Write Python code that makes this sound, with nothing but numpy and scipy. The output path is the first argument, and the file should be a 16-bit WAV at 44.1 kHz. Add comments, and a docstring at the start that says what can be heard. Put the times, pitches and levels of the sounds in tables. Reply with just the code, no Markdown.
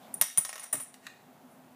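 """Coins clink and drop on a hard top in a small kitchen, heard close on one small microphone.
One bounces ever faster and shivers to rest; a second clatter lands with a soft bump; two dry taps follow.
Each contact rings the coin, knocks the surface and wakes the room.
A faint rustle comes before the drops, and a faint high shimmer of coins touching afterwards.
Behind it all is a low room tone that dips while the coins sound."""
import sys
import numpy as np
from scipy import signal
from scipy.fft import rfft, irfft, next_fast_len
from scipy.io import wavfile

SR = 44100
rng = np.random.default_rng(int(sys.argv[2]) if len(sys.argv) > 2 else 0)


def wav_out(sig):
    """Save sig, one row per channel (or a flat mono array), as 16-bit PCM at SR to the path in sys.argv[1]."""
    wavfile.write(sys.argv[1], SR, np.round(np.clip(np.atleast_2d(sig).T, -1, 1) * 32767).astype(np.int16))


N = 77175
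T = np.arange(SR * 3 // 5) / SR  # time within one hit, in seconds
PIVOT_HZ = 2000  # brightness tilts about this pitch

# dry taps, the first under the second clatter: start_s, level_db, rise_s, t60_s, tilt_db_per_octave
TAPS = [(0.7294, -39, 0.00067, 0.026, -7), (0.9415, -47, 0.000334, 0.0237, 2.5),
        (1.0667, -26, .004, 0.017, -2.5)]
# colour of a tap: frequency_hz, level_db
TAP_COLOUR = [(20, -42.5), (400, -22.5), (900, -16.5), (1200, -2.5), (1550, -4.5), (1850, 3.5), (2300, -6),
              (2650, 2.5), (3200, -12.5), (3800, -5.5), (5200, -11.5), (7500, -8), (11000, -16.5),
              (15500, -17.5)]


def coins():
    """Coins strike each other and bounce on the top."""
    # contacts: start_s, ring_db, overtone_db, ring_t60_s, splash_db, knock_db, tilt_db_per_octave
    clinks = [(0.1404, -25.5, -35.5, 0.039, -32, -43, 6.5), (0.2127, -10.5, -12.5, 0.023, -21, -15.5, -0.5),
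              (0.2222, -16, -30.5, 0.018, -25.5, -17.5, 4.5), (0.3748, -12, -27, 0.013, -28.5, -22, 2),
              (0.3814, -12, -32.5, 0.055, -18, -28.5, -4.5), (0.4499, -32, -39, 0.034, -35.5, -24.5, 1.4),
              (0.4924, -34.5, -64, 0.09, -55.5, -28, 0), (0.529, -62, -62, 0.024, -47.5, -29, 0),
              (.5570, -57, -48, 0.052, -54, -31, -1), (.5795, -51, -54, .06, -55.5, -32.5, 0),
              (0.596, -40.5, -54, 0.13, -57, -36.5, 0.5), (0.7274, -26, -51, 0.06, -32.5, -44, -4.5),
              (0.7306, -15, -48, 0.011, -25.5, -28.5, -0.5), (0.7323, -22, -25.5, 0.0097, -21, -33, -9),
              (.7380, -32.5, -40.5, 0.033, -25, -33, -6.5), (0.744, -28, -51, 0.079, -29.5, -37.5, -4),
              (.7543, -32, -56, .04, -38.5, -35, -1.5), (0.801, -38, -51.5, 0.18, -45, -36, -5.5),
              (.8060, -36.5, -56, 0.1, -41.5, -45.5, -3)]
    out = np.zeros(N)
    for start_s, *touch in clinks:
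        add(out, start_s, contact(*touch))
    return out


def shivers():
    """A settling coin chatters in runs of tiny, uneven contacts."""
    # runs of chatter: start_s, length_s, contacts_per_s, ring_db, splash_db, knock_db
    runs = [(0.612, .03, 303, -54, -64.5, -46.5), (0.631, .014, 600, -47.5, -48.5, -48.5),
            (0.652, .018, 450, -53.5, -56, -51.5), (.76, .075, 220, -46, -46.5, -49.5)]
    out = np.zeros(N)
    for start_s, length_s, rate, ring_db, splash_db, knock_db in runs:
        for lag_s in np.arange(0, length_s, 1 / rate):
            scatter_db = rng.normal(0, 3.5)
            jitter_s = .5 * rng.random() / rate
            touch = contact(ring_db + scatter_db, overtone_db=ring_db + scatter_db - 17, t60_s=.052,
                            splash_db=splash_db + scatter_db, knock_db=knock_db + scatter_db, tilt=-1.5)
            add(out, start_s + lag_s + jitter_s, touch)
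    return out


def contact(ring_db, overtone_db, t60_s, splash_db, knock_db, tilt):
    """One touch of a coin: the metal rings and splashes, the surface knocks, the room answers."""
    # the coin's close-set ringing modes: pitch_hz
    ring_hz = [9634, 9515, 9385]
    # its upper pair of modes: pitch_hz
    overtone_hz = [13031, 12934]
    # contact splash of the metal: frequency_hz, level_db
    splash_colour = [(20, -61.5), (4000, -40.5), (6000, -23), (7500, 2), (9300, 6.5), (10000, -1),
                     (10600, -12.5), (12200, -9.5), (13200, -3), (15200, -1.5), (16500, -16)]
    onset = rise(.0004)
    ring = amp(ring_db) * coin_ring(ring_hz, [1.5, -11, -11.5], t60_s, linger_db=-29.5) * onset
    overtone = amp(overtone_db) * coin_ring(overtone_hz, [1, -8.5], t60_s, linger_db=-36) * onset
    # every knock keeps a low mode of the coin ringing
    low_mode = amp(knock_db - 29.5) * tone(hz=5697) * fade(t60_s=.4) * onset
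    splash = amp(splash_db) * burst(fade(t60_s=.015), splash_colour, tilt=0)
    knock = amp(knock_db) * surface_knock(tilt, onset)
    echo = room(amp(-10) * ring + amp(-13) * overtone + amp(-7) * splash + amp(-8.5) * knock)
    return ring + overtone + low_mode + splash + knock + echo


def coin_ring(pitches_hz, levels_db, t60_s, linger_db):
    """Close modes of the coin beat together: a damped ring, then a faint lingering one."""
    modes = sum(amp(db) * tone(hz) for hz, db in zip(pitches_hz, levels_db))
    return modes * (fade(t60_s) + amp(linger_db) * fade(t60_s=.28))


def surface_knock(tilt, onset):
    """The struck top cracks and rings, a little differently at each spot."""
    # modes of the top: pitch_hz, level_db, t60_s
    surface_modes = [(626.5, -21.5, 0.0708), (1092.6, -19.5, .055), (1307.4, -19, 0.059),
                     (1863, -12.5, 0.034), (2148, -17.5, 0.039), (2522, -22.5, 0.02), (3744, -22, 0.059),
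                     (5810, -19.5, 0.049), (6470, -20, 0.038)]
    # colour of its crack: frequency_hz, level_db
    crack_colour = [(20, -45), (300, -20.5), (650, 2.5), (1900, 0.5), (3500, 1), (4600, -3), (6300, 3.5),
                    (8500, -3.5), (11000, -7), (15500, -8.5)]
    modes = np.zeros(len(T))
    for hz, db, t60_s in surface_modes:
        gain = amp(db - 1.5 + tilt * np.log2(hz / PIVOT_HZ) + rng.standard_normal())
        spot_hz = hz * (1 + .003 * rng.standard_normal())
        modes += gain * tone(spot_hz) * fade(t60_s)
    snap_and_body = fade(t60_s=.0019) + amp(-13.5) * fade(t60_s=.077)
    return modes * onset + burst(snap_and_body, crack_colour, tilt)


def bumps():
    """The heavier landings thud softly and set the lowest mode of the top booming."""
    # landings: start_s, level_db, rise_s, t60_s
    landings = [(0.213, -47, .001, 0.041), (0.377, -38, .004, 0.032), (.739, -43, .004, 0.099)]
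    # colour of a thud: frequency_hz, level_db
    thud_colour = [(20, -26.5), (70, -15), (125, -4), (165, 1.5), (230, -9.5), (330, -11.5), (600, -19),
                   (1500, -34.5), (8000, -76.5)]
    boom_hz = 152
    out = np.zeros(N)
    for start_s, db, rise_s, t60_s in landings:
        boom = amp(db + 1.5) * np.sin(2 * np.pi * boom_hz * T) * rise(rise_s) * fade(t60_s)
        add(out, start_s, dull_hit(db, rise_s, t60_s, thud_colour, tilt=0) + boom)
    return out


def taps():
    """Light dry taps with no metal ring."""
    out = np.zeros(N)
    for start_s, db, rise_s, t60_s, tilt in TAPS:
        add(out, start_s, dull_hit(db, rise_s, t60_s, TAP_COLOUR, tilt))
    return out


def dull_hit(db, rise_s, t60_s, colour, tilt):
    """A short blow with no ring, and its echo in the room."""
    blow = 2 * amp(db) * burst(rise(rise_s) * fade(t60_s), colour, tilt)
    return blow + amp(-7) * room(blow)


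def brush():
    """A faint slide swells into the last tap."""
    last_tap_s = TAPS[-1][0]
    return amp(-58) * noise(TAP_COLOUR) * swell(peak_s=last_tap_s - .009, width_s=.024)


def rustle_and_shimmer():
    """A faint rustle before the drops, and a faint high shimmer of coins touching afterwards."""
    # the rustle, then the shimmer: peak_s, width_s, level_db, centre_hz
    faint_swells = [(.045, 0.02, -63.5, 3440), (1.52, .03, -70, 9660)]
    out = np.zeros(N)
    for peak_s, width_s, db, hz in faint_swells:
        colour = [(20, -80), (hz / 2, -22.5), (hz, 0), (hz * 2, -22.5), (hz * 10, -80)]
        out += amp(db) * noise(colour) * swell(peak_s, width_s)
    return out


def room(sound):
    """The kitchen's diffuse answer, fresh for each hit: near walls, then the tail."""
    # reverberation time: frequency_hz, t60_s
    decay_times = [(150, .3), (700, 0.19), (2000, .5), (6000, 0.49), (10000, .34), (15000, .28)]
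    hz, t, spectra = signal.stft(rng.standard_normal(len(T)), SR, nperseg=256)
    decay = np.exp(-np.log(1000) * t / along(decay_times, hz)[:, None])
    tail = signal.istft(spectra * decay, SR, nperseg=256)[1][:len(T)]
    early = rng.standard_normal(len(T)) * fade(t60_s=.061)
    answer = tail / np.linalg.norm(tail) + amp(-10) * early / np.linalg.norm(early)
    delayed = np.pad(answer, (round(.006 * SR), 0))
    return signal.fftconvolve(sound, delayed)[:len(T)]


def room_tone():
    """Low drone and air of the kitchen; both dip while the coins sound."""
    # spectra of the drone and the air: frequency_hz, level_db
    drone_colour = [(20, -35.5), (42, -31), (54, -10.5), (66, -21), (100, -9), (150, -3), (205, -1),
                    (240, 3), (257, 12), (280, -8), (330, -6), (430, -9), (560, -23.5), (2000, -78.5)]
    air_colour = [(20, -58), (300, -28), (480, -1), (640, 4), (790, 6), (1000, -1), (1500, -6.5),
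                  (2500, -12.5), (5000, -19), (10000, -19), (15000, -17)]
    # their loudness over time: time_s, level_db
    drone_levels = [(0, -59), (.2, -54.5), (.27, -71), (.65, -68), (.85, -64.5), (1.05, -61), (1.2, -59),
                    (1.75, -58.5)]
    air_levels = [(0, -56), (.08, -54.5), (.2, -56.5), (.27, -64), (.7, -63.5), (1, -62), (1.25, -59.5),
                  (1.75, -59.5)]
    t = np.arange(N) / SR
    drone = amp(np.interp(t, *np.transpose(drone_levels))) * noise(drone_colour)
    air = amp(np.interp(t, *np.transpose(air_levels))) * noise(air_colour)
    return drone + air


def burst(envelope, colour, tilt):
    """A puff of coloured noise, tilted in dB per octave above 800 Hz."""
    hz = np.fft.rfftfreq(len(T), 1 / SR)
    gain = unit(amp(along(colour, hz) + tilt * np.log2(np.maximum(hz, 800) / PIVOT_HZ)))
    # minimum phase, so nothing sounds ahead of the hit
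    cepstrum = irfft(np.log(np.maximum(gain, 1e-6)), len(T))
    cepstrum[1:len(T) // 2] *= 2
    cepstrum[len(T) // 2:] = 0
    puff = envelope * rng.standard_normal(len(T))
    return irfft(rfft(puff) * np.exp(rfft(cepstrum)), len(T))


def noise(colour):
    """Coloured noise of rms 1, as long as the scene."""
    gain = amp(along(colour, np.fft.rfftfreq(N, 1 / SR)))
    return unit(irfft(rfft(rng.standard_normal(N)) * gain, N))


def tone(hz):
    """A sine at a random phase."""
    return np.sin(2 * np.pi * (hz * T + rng.random()))


def rise(rise_s):
    """A soft start with time constant rise_s."""
    return 1 - np.exp(-T / rise_s)


def fade(t60_s):
    """Exponential decay by 60 dB in t60_s."""
    return np.exp(-np.log(1000) * T / t60_s)


def swell(peak_s, width_s):
    """A bell-shaped rise and fall within the scene."""
    return np.exp(-.5 * ((np.arange(N) / SR - peak_s) / width_s) ** 2)


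def amp(db):
    """Decibels to gain."""
    return 10 ** (np.asarray(db) / 20)


def unit(x):
    """Scale to rms 1."""
    return x / np.sqrt(np.mean(x ** 2) + 1e-20)


def along(points, hz):
    """Read (frequency_hz, value) points on a log frequency axis."""
    points_hz, values = np.transpose(points)
    return np.interp(np.log(hz + 1), np.log(points_hz + 1), values)


def add(out, start_s, sound):
    """Mix a sound in at start_s."""
    part = out[round(start_s * SR):][:len(sound)]
    part += sound[:len(part)]


def scene():
    """Everything at one microphone."""
    return (room_tone() + coins() + bumps() + taps() + brush() + shivers() + rustle_and_shimmer())[None]


def record(dry):
    """A small microphone sheds the deep bass; the recorder keeps nothing above its band limit."""
    low_cut_hz, top_hz = 113, 15400
    thin = signal.sosfilt(signal.butter(2, low_cut_hz, "high", fs=SR, output="sos"), dry)
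    size = next_fast_len(N + SR // 2)
    in_band = np.fft.rfftfreq(size, 1 / SR) < top_hz
    return irfft(rfft(thin, size) * in_band, size)[..., :N]


dry = scene()
out = record(dry)
wav_out(out)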